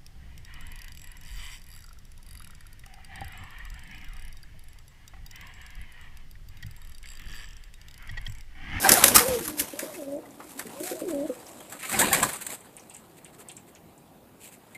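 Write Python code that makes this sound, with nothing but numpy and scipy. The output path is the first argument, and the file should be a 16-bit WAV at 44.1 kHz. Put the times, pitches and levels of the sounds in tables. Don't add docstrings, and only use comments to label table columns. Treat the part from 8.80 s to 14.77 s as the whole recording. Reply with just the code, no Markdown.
import sys
import numpy as np
from scipy import signal
from scipy.fft import rfft, irfft
from scipy.io import wavfile
from scipy.ndimage import uniform_filter1d

SR = 44100
rng = np.random.default_rng(int(sys.argv[2]) if len(sys.argv) > 2 else 0)


def linear_from_db(decibels):
    return 10 ** (np.asarray(decibels, float) / 20)


def transcribe(signal):
    frames = np.atleast_2d(signal).T
    limited = np.clip(frames, -1, 1)
    pcm = np.round(limited * 32767).astype(np.int16)
    wavfile.write(sys.argv[1], SR, pcm)


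N = 263277


def evened(x):
    return x / np.sqrt(np.mean(x ** 2) + 1e-20)


def add(mix, s, sound):
    part = mix[round(s * SR):][:len(sound)]
    part += sound[:len(part)]


def blurred(x, frames, bins):
    in_time = uniform_filter1d(x, size=frames, axis=0)
    return evened(uniform_filter1d(in_time, size=bins, axis=1))


def wander(count, span_s):
    size = max(int(span_s * SR), 2)
    once = uniform_filter1d(rng.standard_normal(count), size)
    return evened(uniform_filter1d(once, size))


def coloured(points, patchy_db):
    frames, hz = N // 256 + 5, np.fft.rfftfreq(1024, 1 / SR)
    real, imaginary, patches = rng.standard_normal((frames, 513, 3)).T
    patches = blurred(patches, 12, 8)
    point_hz, point_db = np.transpose(points)
    shape_db = np.interp(np.log(hz + 1), np.log(point_hz + 1), point_db, -120, -120)
    z = (real + 1j * imaginary) * linear_from_db(shape_db[:, None] + patchy_db * patches)
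    return evened(signal.istft(z, nperseg=1024, noverlap=768)[1][:N])


def hollow(shape, hz, width_hz):
    r = np.exp(-np.pi * width_hz / SR)
    poles = [1, -2 * r * np.cos(2 * np.pi * hz / SR), r * r]
    once = signal.lfilter([1, 0, -1], poles, rng.standard_normal(len(shape)))
    return shape * evened(signal.lfilter([1, 0, -1], poles, once))


def hush():
    # frequency_hz, density_db
    loft_spectrum = [(12, -50), (20, -32), (150, -11.5), (253, -13.5), (548, -18), (595, -21), (665, -16.5),
                     (722, -19), (806, -18.5), (1480, -34), (2180, -35.5), (4600, -40), (5500, -45),
                     (6800, -39), (14600, -35.5)]
    # centre_hz, width_hz, level_db
    narrow_hiss = (14430, 300, -74)
    hz, width_hz, level_db = narrow_hiss
    return linear_from_db(-55.5) * coloured(loft_spectrum, 1.6) + hollow(linear_from_db(level_db) * np.ones(N), hz, width_hz)


def wings():
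    # time_s, feather_hiss_db
    stir = [(0, -36.5), (.13, -27.5), (.2, -30), (.5, -35.5), (.75, -50), (.83, -45), (.98, -50),
            (1.03, -45), (1.41, -60.5), (1.78, -54), (2.2, -52), (2.99, -56), (3.21, -33), (3.46, -38),
            (3.61, -48.5), (3.82, -60), (5.47, -67.5), (5.97, -61.5)]
    # frequency_hz, density_db
    body_spectrum = [(120, -32.5), (200, 0), (435, 0.5), (985, 0.5), (1230, -3), (1720, -6), (2000, -6),
                     (5500, -15.5), (7150, -40), (12100, -120)]
    # frequency_hz, density_db
    gust_spectrum = [(12, -38), (20, -1), (80, -6), (107, -2.5), (134, -3), (189, -1), (300, -3.5),
                     (520, -33), (880, -120)]
    # frequency_hz, density_db
    near_spectrum = [(880, -31.5), (1500, -3.5), (3290, -7.5), (3840, -3.5), (4150, -7), (4940, -4),
                     (11500, 1), (14100, -4), (15200, -9)]
    # frequency_hz, density_db
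    turned_spectrum = [(1470, -12.5), (2500, -6), (2860, -12), (4020, -8), (5500, -16.5), (6500, -8),
                       (8000, 0.5), (9370, -5.5), (14500, -10), (15200, -29.5)]
    # start_s, end_s
    turn_times = (.45, 3.37)
    t = np.arange(N) / SR
    stir_db = np.interp(t, *np.transpose(stir))
    over_reference_db = stir_db + 33
    bright = linear_from_db(stir_db)
    low = linear_from_db(-36 + 0.87 * over_reference_db)
    gust = linear_from_db(-45 + 1.7 * over_reference_db) + linear_from_db(-64.5)
    downstrokes(low, gust)
    bright = np.sqrt(np.maximum(bright ** 2 - linear_from_db(-64) ** 2, linear_from_db(-78) ** 2))
    rung = np.zeros(N)
    swishes(bright, rung)
    snaps(bright, rung)
    claps(bright, rung)
    brushes(bright, rung)
    barbs = linear_from_db(2.0 * wander(N, .0008) + 1.5 * wander(N, .004) + 1.2 * wander(N, .015))
    turned = np.interp(t, turn_times, [0, np.pi / 2])
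    hiss = np.cos(turned) * coloured(near_spectrum, 1.5) + np.sin(turned) * coloured(turned_spectrum, 1.5)
    feathers = barbs * (bright * hiss + low * coloured(body_spectrum, 3.0) + rung)
    return feathers + gust * linear_from_db(2.5 * wander(N, 0.058)) * coloured(gust_spectrum, 0.52)


def whistles():
    # middle_s, length_s, pitch_hz, level_db, octave_db
    flutters = [(0.055, 0.024, 790, -27, -21), (0.07, 0.026, 785, -19, -40.5), (.028, .02, 1600, -38, -50),
                (0.182, 0.02, 700, -23, -32), (.164, .018, 790, -29, -45), (0.366, 0.011, 1270, -15.5, -39),
                (.154, .013, 1720, -27, -50), (1.153, .014, 2550, -47, -70), (1.158, .016, 2150, -48, -70),
                (2.935, .03, 790, -48, -62), (3.322, .016, 1750, -29, -55), (3.1, .015, 1200, -39, -55),
                (1.462, .015, 2040, -52, -70), (2.815, .025, 3250, -54, -75), (3.143, .012, 2500, -35, -60),
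                (3.152, .012, 2200, -31, -55), (3.43, .035, 690, -34, -52), (3.253, .016, 2400, -33.5, -55),
                (3.712, .02, 2050, -46.5, -65), (3.35, .015, 2400, -30, -50), (3.152, 0.022, 790, -30, -38),
                (3.226, 0.028, 860, -34, -25.5), (3.231, .012, 910, -23.5, -28),
                (3.25, .03, 1000, -33, -50), (3.208, 0.01194, 758, -29, -50), (3.327, 0.022, 786, -27, -35),
                (3.341, .018, 1090, -25, -30), (3.432, 0.01, 1060, -21.5, -40),
                (3.432, 0.01, 1680, -25, -38), (3.712, 0.021, 1088, -48.5, -50),
                (5.96, 0.02, 2110, -44, -67.5)]
    mix = np.zeros(N)
    for middle, length, hz, db, octave_db in flutters:
        t = np.arange(int(length * 1.45 * SR)) / SR
        unsteady = 1 + .025 * wander(len(t), .002) + .01 * wander(len(t), .008)
        turns = 2 * np.pi * np.cumsum(hz * unsteady) / SR
        note = linear_from_db(db) * np.sin(turns)
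        note = note + linear_from_db(octave_db) * (np.sin(2 * turns) + 0.19 * np.sin(3 * turns))
        swell = np.hanning(len(t)) * linear_from_db(1.5 * wander(len(t), .003))
        add(mix, max(middle - 0.88 * length, 0), np.sqrt(2) * note * swell)
    return mix


def downstrokes(low, gust):
    # middle_s, body_db, gust_db, length_s
    strokes = [(0.068, -30, -46, 0.09), (0.12, -26, -30.5, 0.064), (.245, -29.5, -33, 0.11),
               (0.371, -24.5, -33, 0.094), (0.507, -44.5, -37, 0.086), (.32, -34, -45, .06),
               (0.82, -60, -43, 0.089), (0.597, -58, -43, 0.15), (0.69, -60, -39, .09),
               (1.811, -48, -66, 0.065), (3.144, -38, -42.5, 0.096), (3.214, -35, -42, .12),
               (3.283, -35.5, -43, 0.093), (3.353, -32.5, -37, 0.095), (3.439, -41, -40, 0.18),
               (3.717, -48.5, -65, 0.12)]
    for middle, body_db, gust_db, length in strokes:
        swell = np.hanning(int(length * SR))
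        add(low, middle - length / 2, linear_from_db(body_db) * swell)
        add(gust, middle - length / 2, linear_from_db(gust_db) * swell)


def swishes(bright, rung):
    # middle_s, peak_db, length_s, hollow_db, hollow_hz
    sweeps = [(0.036, -19.5, 0.046, -16.5, 2340), (0.166, -21, 0.042, 1, 1560),
              (.27, -11, 0.058, -19.5, 647), (0.359, -1, 0.024, -19, 544), (0.411, -23.5, 0.0524, 4, 900),
              (0.658, -29, 0.035, -8, 1507), (0.8, -17, 0.042, -27, 1600), (1.712, -38, 0.05, -8, 900),
              (2.079, -29, 0.12, -12, 1480), (2.296, -38, 0.045, -4, 995), (2.945, -42, 0.064, 3.5, 1200),
              (3.041, -30.5, 0.078, -0.5, 2000), (3.112, -22, 0.051, -7.5, 1300),
              (3.144, -34, 0.043, 11.5, 2170), (3.251, -37, 0.042, 14, 2330),
              (3.393, -30, 0.044, 6.5, 1850), (3.745, -30, .03, -22, 2990), (3.715, -32, .04, -12, 2000),
              (3.625, -34, .03, -10, 1900), (4.381, -46, 0.033, -9, 1980), (4.546, -46.5, 0.034, -7, 1990),
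              (4.607, -40, 0.042, -10.5, 900), (4.894, -48, 0.044, -7, 1800),
              (5.651, -36.5, 0.088, -12, 2570), (5.74, -42.5, 0.052, -9.5, 2160)]
    for middle, db, length, low_db, hz in sweeps:
        swell = np.hanning(int(1.54 * length * SR))
        add(bright, max(middle - 0.77 * length, 0), linear_from_db(db - 12.5) * swell)
        ring = hollow(linear_from_db(db + low_db - 9.5) * swell, hz, 1200)
        add(rung, max(middle - .75 * length, 0), ring)


def snaps(bright, rung):
    # start_s, peak_db, length_s
    tip_bursts = [(0.0908, -8.5, 0.006), (.2385, -9, .0065), (.1185, -16, .003), (3.4275, -31, .006),
                  (.6775, -39, .004)]
    for at, db, length in tip_bursts:
        count = int(length * SR)
        burst = linear_from_db(db) * signal.windows.tukey(count, .2) * np.linspace(1, .35, count)
        add(bright, at, burst)
        add(rung, at, hollow(linear_from_db(-7) * burst, 1600, 2600))


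def contacts(bright, rung, rows, rise_s):
    u = np.arange(SR // 4) / SR
    crack, slide = linear_from_db(-60 * u / 0.04), linear_from_db(-60 * u / 0.086)
    for at, db, low_db, hz in rows:
        add(bright, at, linear_from_db(db - 12.5) * (1 - np.exp(-u / rise_s)) * (crack + 0.51 * slide))
        onset = 1 - np.exp(-u / (rise_s + .001))
        add(rung, at, hollow(linear_from_db(db + low_db - 7.0) * onset * slide, hz, 950))


def claps(bright, rung):
    # start_s, peak_db, hollow_db, hollow_hz
    wing_claps = [(0.0909, -8, -4, 1600), (0.118, 1.5, -12, 1560), (.1315, -6, -23.5, 966),
                  (.137, -10, -24.5, 1650), (0.24, -5.5, -10, 2700), (0.2812, -13, -26.5, 1500),
                  (0.3592, 3, -17, 1274), (0.381, -7, -8.5, 1870), (.4794, -24, -11, 993),
                  (.6775, -19.5, -10, 930), (0.9905, -16, -8.5, 1800), (1.7766, -31, -15, 3130),
                  (1.7928, -19.5, -5, 1590), (2.0327, -30, -17, 2360), (2.682, -34, -16, 2700),
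                  (2.9211, -34, -6.5, 1820), (3.2156, -17.5, 2.5, 1690), (3.2275, -32.5, 13.5, 985),
                  (3.3291, -3.5, -11.5, 1720), (3.3454, -15, -2, 1850), (3.429, -15, -2, 990),
                  (5.9475, -36.5, -1, 2220)]
    contacts(bright, rung, wing_claps, .0003)


def thumps():
    # start_s, level_db, mode_hz, decay_t60_s
    blows = [(.12, -20, 520, 0.16), (0.24, -21, 460, 0.13), (.283, -21.5, 600, 0.1),
             (.35, -17.5, 510, 0.068), (0.482, -33, 230, 0.12), (.478, -30, 85, .2), (1.598, -43, 480, .07),
             (1.794, -41, 900, .07), (2.806, -48, 750, .07), (2.625, -49, 950, .07), (1.43, -49, 630, 0.46),
             (1.601, -38, 850, 0.12), (1.903, -40, 800, 0.063), (4.59, -47.5, 395, 0.18),
             (3.37, -30, 480, .1), (1.935, -40, 300, .08), (3.69, -43, 600, 0.091), (2.56, -47, 490, 0.56),
             (3.275, -33, 295, 0.1), (3.385, -33, 300, 0.1)]
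    mix, u = np.zeros(N), np.arange(SR // 4) / SR
    for at, db, hz, t60 in blows:
        shape = linear_from_db(db - 60 * u / t60) * (1 - np.exp(-u / 0.0019))
        add(mix, at, hollow(shape, hz, 0.93 * hz))
    return mix


def coo(rows, held, rough):
    s, pitch_hz, effort_db = np.transpose(rows)
    crop_db, throat_hz, width_hz = held
    t = np.arange(s[0], s[-1], 1 / SR)
    hz, effort_db = np.interp(t, s, pitch_hz), np.interp(t, s, effort_db)
    first_db = effort_db + crop_db
    second_db = effort_db - 20 * np.log10(1 + ((2 * hz - throat_hz) / width_hz) ** 4)
    turns = 2 * np.pi * np.cumsum(hz * (1 + .02 * rough * wander(len(t), .004))) / SR
    tone = linear_from_db(first_db) * np.sin(turns)
    tone = tone + linear_from_db(second_db) * (np.sin(2 * turns + 1) + 0.036 * np.sin(3 * turns))
    tremble = linear_from_db(2.3 * np.sqrt(rough) * wander(len(t), .005))
    tremble = tremble + linear_from_db(-17) * wander(len(t), .0015)
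    return s[0], np.sqrt(2) * tone * tremble * signal.windows.tukey(len(t), .12)


def coos():
    # time_s, pitch_hz, effort_db
    early_coos = [
        [(.392, 420, -44), (.41, 496, -30), (.438, 470, -31), (.47, 532, -29.5), (.51, 515, -31),
         (.578, 451, -28), (.592, 433, -45)],
        [(.6, 340, -41), (.62, 339, -40), (.646, 315, -54), (.674, 310, -38), (.76, 297.3, -41.5),
         (.816, 290, -38.5), (.83, 265, -54)],
        [(.95, 280, -50), (.975, 299.3, -42.5), (1.005, 313.2, -40.5), (1.04, 307, -38), (1.055, 300, -49),
         (1.085, 311, -42), (1.12, 292, -47.5), (1.16, 275, -52)],
        [(1.16, 399, -40), (1.185, 340.5, -36.5), (1.225, 276, -39), (1.245, 272, -50), (1.27, 273, -41),
         (1.31, 282.7, -36.5), (1.365, 292.4, -35), (1.385, 328, -36), (1.4, 317.4, -50)],
    ]
    # time_s, pitch_hz, effort_db
    late_coos = [
        [(1.95, 256, -47), (1.976, 275, -42), (2.01, 302, -41), (2.04, 325, -47), (2.065, 362, -48),
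         (2.1, 374, -44), (2.14, 363, -50)],
        [(2.13, 296, -42), (2.16, 323, -46), (2.19, 315, -47), (2.215, 295, -43), (2.24, 320, -42)],
        [(2.23, 481.5, -40), (2.27, 375, -32), (2.31, 325.5, -31.5), (2.34, 289.5, -34), (2.375, 277.3, -35),
         (2.419, 284.3, -35), (2.455, 312, -31), (2.475, 335, -42)],
        [(2.488, 251, -45), (2.495, 262.4, -31.5), (2.52, 252, -39), (2.535, 240, -56)],
    ]
    # crop_db under the first partial, throat_hz, throat_width_hz
    throats = [(0, 620, 98), (0.5, 480, 90), (-18, 600, 200), (-3, 575, 77), (-14, 720, 260),
               (-10, 620, 200), (0, 567, 70), (-7.5, 510, 200)]
    # start_s, end_s, pitch_hz, level_db
    far_coos = [
        (1.44, 1.928, 289.6, -57),
        (2.66, 3.01, 302, -58),
        (4.2, 5.247, 328.3, -66.5),
    ]
    # crop_db, throat_hz, width_hz
    far_throat = (0, 617, 34)
    mix = np.zeros(N)
    for rows, held in zip(early_coos + late_coos, throats):
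        add(mix, *coo(rows, held, 1.0))
    for start, end, hz, db in far_coos:
        add(mix, *coo([(start, hz, db), (end, hz, db)], far_throat, 5))
    return mix


def brushes(bright, rung):
    # start_s, peak_db, hollow_db, hollow_hz
    feather_brushes = [(.625, -25.5, -23, 1850), (0.7939, -15, -16, 1707), (.9027, -33, -22, 972),
                       (1.2042, -36, -16.5, 1345), (1.4525, -41, -11, 913), (1.865, -37, -3, 1820),
                       (1.9992, -30.5, -15, 1000), (2.1496, -33, -16.5, 1020), (2.1906, -28.5, -23, 902),
                       (2.3035, -31.5, -9, 940), (2.803, -42, 1, 993), (3.126, -20, -1, 1690),
                       (3.1894, -1.5, -16, 1620), (3.488, -18, -3, 1490), (3.532, -26, -19.5, 2070),
                       (3.612, -25.5, -8, 1780), (3.664, -25, -14, 1170), (2.9899, -36, -2, 2198),
                       (1.6359, -37, -15, 1000), (2.3438, -38, -15, 1000), (2.8958, -33, -15.5, 1760),
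                       (3.694, -30, -13, 2000), (3.702, -29, -13, 2000)]
    contacts(bright, rung, feather_brushes, .0025)


def gurgle(db, crop_hz, throat_hz, throat_db, length):
    count = int(length * SR)
    even = np.arange(0, length, .016)
    uneven = np.r_[0, rng.uniform(-.002, .002, 40)][:len(even)]
    at = (np.clip(even + uneven, 0, length) * SR).astype(int).clip(0, count - 1)
    puffs = np.zeros(count)
    puffs[at] = linear_from_db(-12 * at / SR / length) * (-1) ** np.arange(len(at))
    u = np.arange(2000) / SR
    soft = 1 - np.exp(-u / 0.0026)
    crop = linear_from_db(-60 * u / 0.063) * np.sin(2 * np.pi * crop_hz * u)
    opened = u - .15 * 0.0079 * (1 - np.exp(-u / .008))
    throat = linear_from_db(throat_db - 60 * u / 0.045) * np.sin(2 * np.pi * throat_hz * opened)
    return linear_from_db(db) * signal.fftconvolve(puffs, soft * (crop + throat))


def gurgles():
    # start_s, peak_db, crop_hz, throat_hz, length_s
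    clucks = [(0.818, -37, 296, 500, 0.02), (0.934, -27, 298, 587, 0.014), (1.027, -25, 328, 593, 0.035),
              (1.389, -32, 304, 500, 0.052), (1.854, -33.5, 205, 458, 0.073), (2.006, -23, 337, 589, 0.062),
              (2.114, -20.5, 368, 530, .043), (2.217, -21, 313, 570, 0.034),
              (2.491, -27.5, 328, 505, .0224), (1.936, -33, 300, 480, .014)]
    openings = [6, 0.5, 3.5, 0, 3, -7, -0.5, 0.5, 2.5, -9]
    mix = np.zeros(N)
    for (s, db, crop_hz, throat_hz, length), throat_db in zip(clucks, openings):
        add(mix, s - .001, gurgle(db, crop_hz, throat_hz, throat_db, length))
    return mix


def claws():
    # start_s, peak_db, claw_hz, wood_db, wood_hz
    ticks = [(3.5314, -19.5, 8900, -21, 2200), (3.5661, -26, 8410, -25, 2100),
             (3.6489, -32, 8080, -21, 2200), (3.6658, -21, 8060, -26, 1200), (3.806, -38, 8240, -17, 2200),
             (3.8494, -46, 8770, -15, 2200), (3.9665, -31.5, 8700, -17, 2300),
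             (3.9961, -42.5, 6000, -21, 2200), (4.0973, -35, 8000, -15.5, 2600),
             (4.139, -40, 8000, -16, 2300), (4.146, -32, 7870, -20, 2200),
             (4.1656, -34.5, 8060, -27.5, 2210), (4.446, -34, 8600, -14.5, 2300),
             (4.6861, -29.5, 8260, -13.5, 2870), (4.7159, -34, 8600, -25, 2190),
             (4.767, -31.5, 7640, -21, 2190), (4.9504, -41, 6500, -10.5, 2395),
             (5.1778, -44, 8100, -21.5, 2200), (2.6661, -36.5, 5700, -20, 2200),
             (2.716, -42, 7260, -20, 2200), (1.3216, -42, 8800, -19, 2200), (1.3635, -46, 7900, -20, 2200),
             (1.507, -44, 6760, -18, 2100)]
    mix, u = np.zeros(N), np.arange(SR // 4) / SR
    for at, db, hz, wood_db, wood_hz in ticks:
        tick = linear_from_db(-60 * u / 0.02) + 0.32 * linear_from_db(-60 * u / 0.14)
        add(mix, at, hollow(linear_from_db(db - 8.5) * tick, hz, 2100))
        add(mix, at, hollow(linear_from_db(db - 15 - 60 * u / .012), 11000, 6000))
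        answer = linear_from_db(db + wood_db + 1.5) * (1 - np.exp(-u / 0.0044)) * linear_from_db(-60 * u / 0.11)
        add(mix, at + 0.0043, hollow(answer, wood_hz, 1700))
    return mix


def buzzes():
    # middle_s, length_s, slap_rate_hz, level_db
    slaps = [(3.043, .045, 260, -40)]
    mix = np.zeros(N)
    for middle, length, hz, db in slaps:
        t = np.arange(int(length * SR)) / SR
        turns = 2 * np.pi * np.cumsum(hz * (1 + .006 * wander(len(t), .004))) / SR
        buzz = sum(linear_from_db(3 * rng.standard_normal()) * np.cos(k * turns + k * k) for k in range(4, 11))
        add(mix, middle - length / 2, linear_from_db(db) * evened(buzz) * np.hanning(len(t)))
    return mix


def loft(x):
    at = np.arange(150, SR // 3, 22)
    taps = np.zeros(SR // 3 + 22)
    signs = rng.choice([-1., 1.], len(at))
    taps[at + rng.integers(0, 22, len(at))] = signs * linear_from_db(-60 * at / SR / 0.26)
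    return signal.fftconvolve(x, taps / np.linalg.norm(taps))[:N]


def scene():
    birds = coos() + gurgles()
    air = wings() + whistles() + buzzes() + thumps() + claws()
    mix = birds + air + linear_from_db(-11.0) * loft(birds) + linear_from_db(-13.5) * loft(air) + hush()
    return np.array([mix, mix])


def thinned(x):
    # time_s, threshold_spreads above the mean
    thresholds = [(0, 2.2), (2.9, 1.8), (3.25, 1), (3.55, .5), (3.72, -.6), (3.85, .2), (3.95, 1.8),
                  (6, 1.7)]
    hz, t, z = signal.stft(x, SR, nperseg=1024, noverlap=768)
    strips = blurred(rng.standard_normal((len(t), len(hz))), 12, 6).T
    need = np.interp(t, *np.transpose(thresholds)) + ((hz[:, None] - 5450) / 600) ** 4
    gated = z * np.where(strips > need, linear_from_db(-30), 1)
    return signal.istft(gated, SR, nperseg=1024, noverlap=768)[1][:, :N]


def channel_grain(x):
    # middle_s, level_db re the sound
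    splits = [(.128, -17), (.685, -26), (1.471, -20), (3.349, -15.5), (3.51, -16), (4.115, -18),
              (4.48, -15.5), (4.545, -19.5), (4.71, -19)]
    grain, size = np.zeros(N), 2048
    for middle, db in splits:
        at = round(middle * SR) - size // 2
        spectrum = abs(rfft(x[at:at + size] * np.hanning(size)))
        scattered = irfft(spectrum * np.exp(2j * np.pi * rng.random(size // 2 + 1)))
        add(grain, at / SR, linear_from_db(db + 6.5) * scattered * signal.windows.tukey(size, .5))
    return grain


def band_limit(x):
    return signal.sosfilt(signal.butter(12, 15340, fs=SR, output="sos"), x)


def record(dry):
    low_pass = signal.firwin(601, 14680, window=("kaiser", 7), fs=SR)
    limited = signal.oaconvolve(dry, low_pass[None], "same")
    limited = signal.lfilter(*signal.butter(1, 35, "high", fs=SR), limited)
    limited = thinned(limited)
    grain = channel_grain(limited[0])
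    return band_limit(np.clip(limited + [grain, -grain], -1, 1))


dry = scene()
out = record(dry)
transcribe(out)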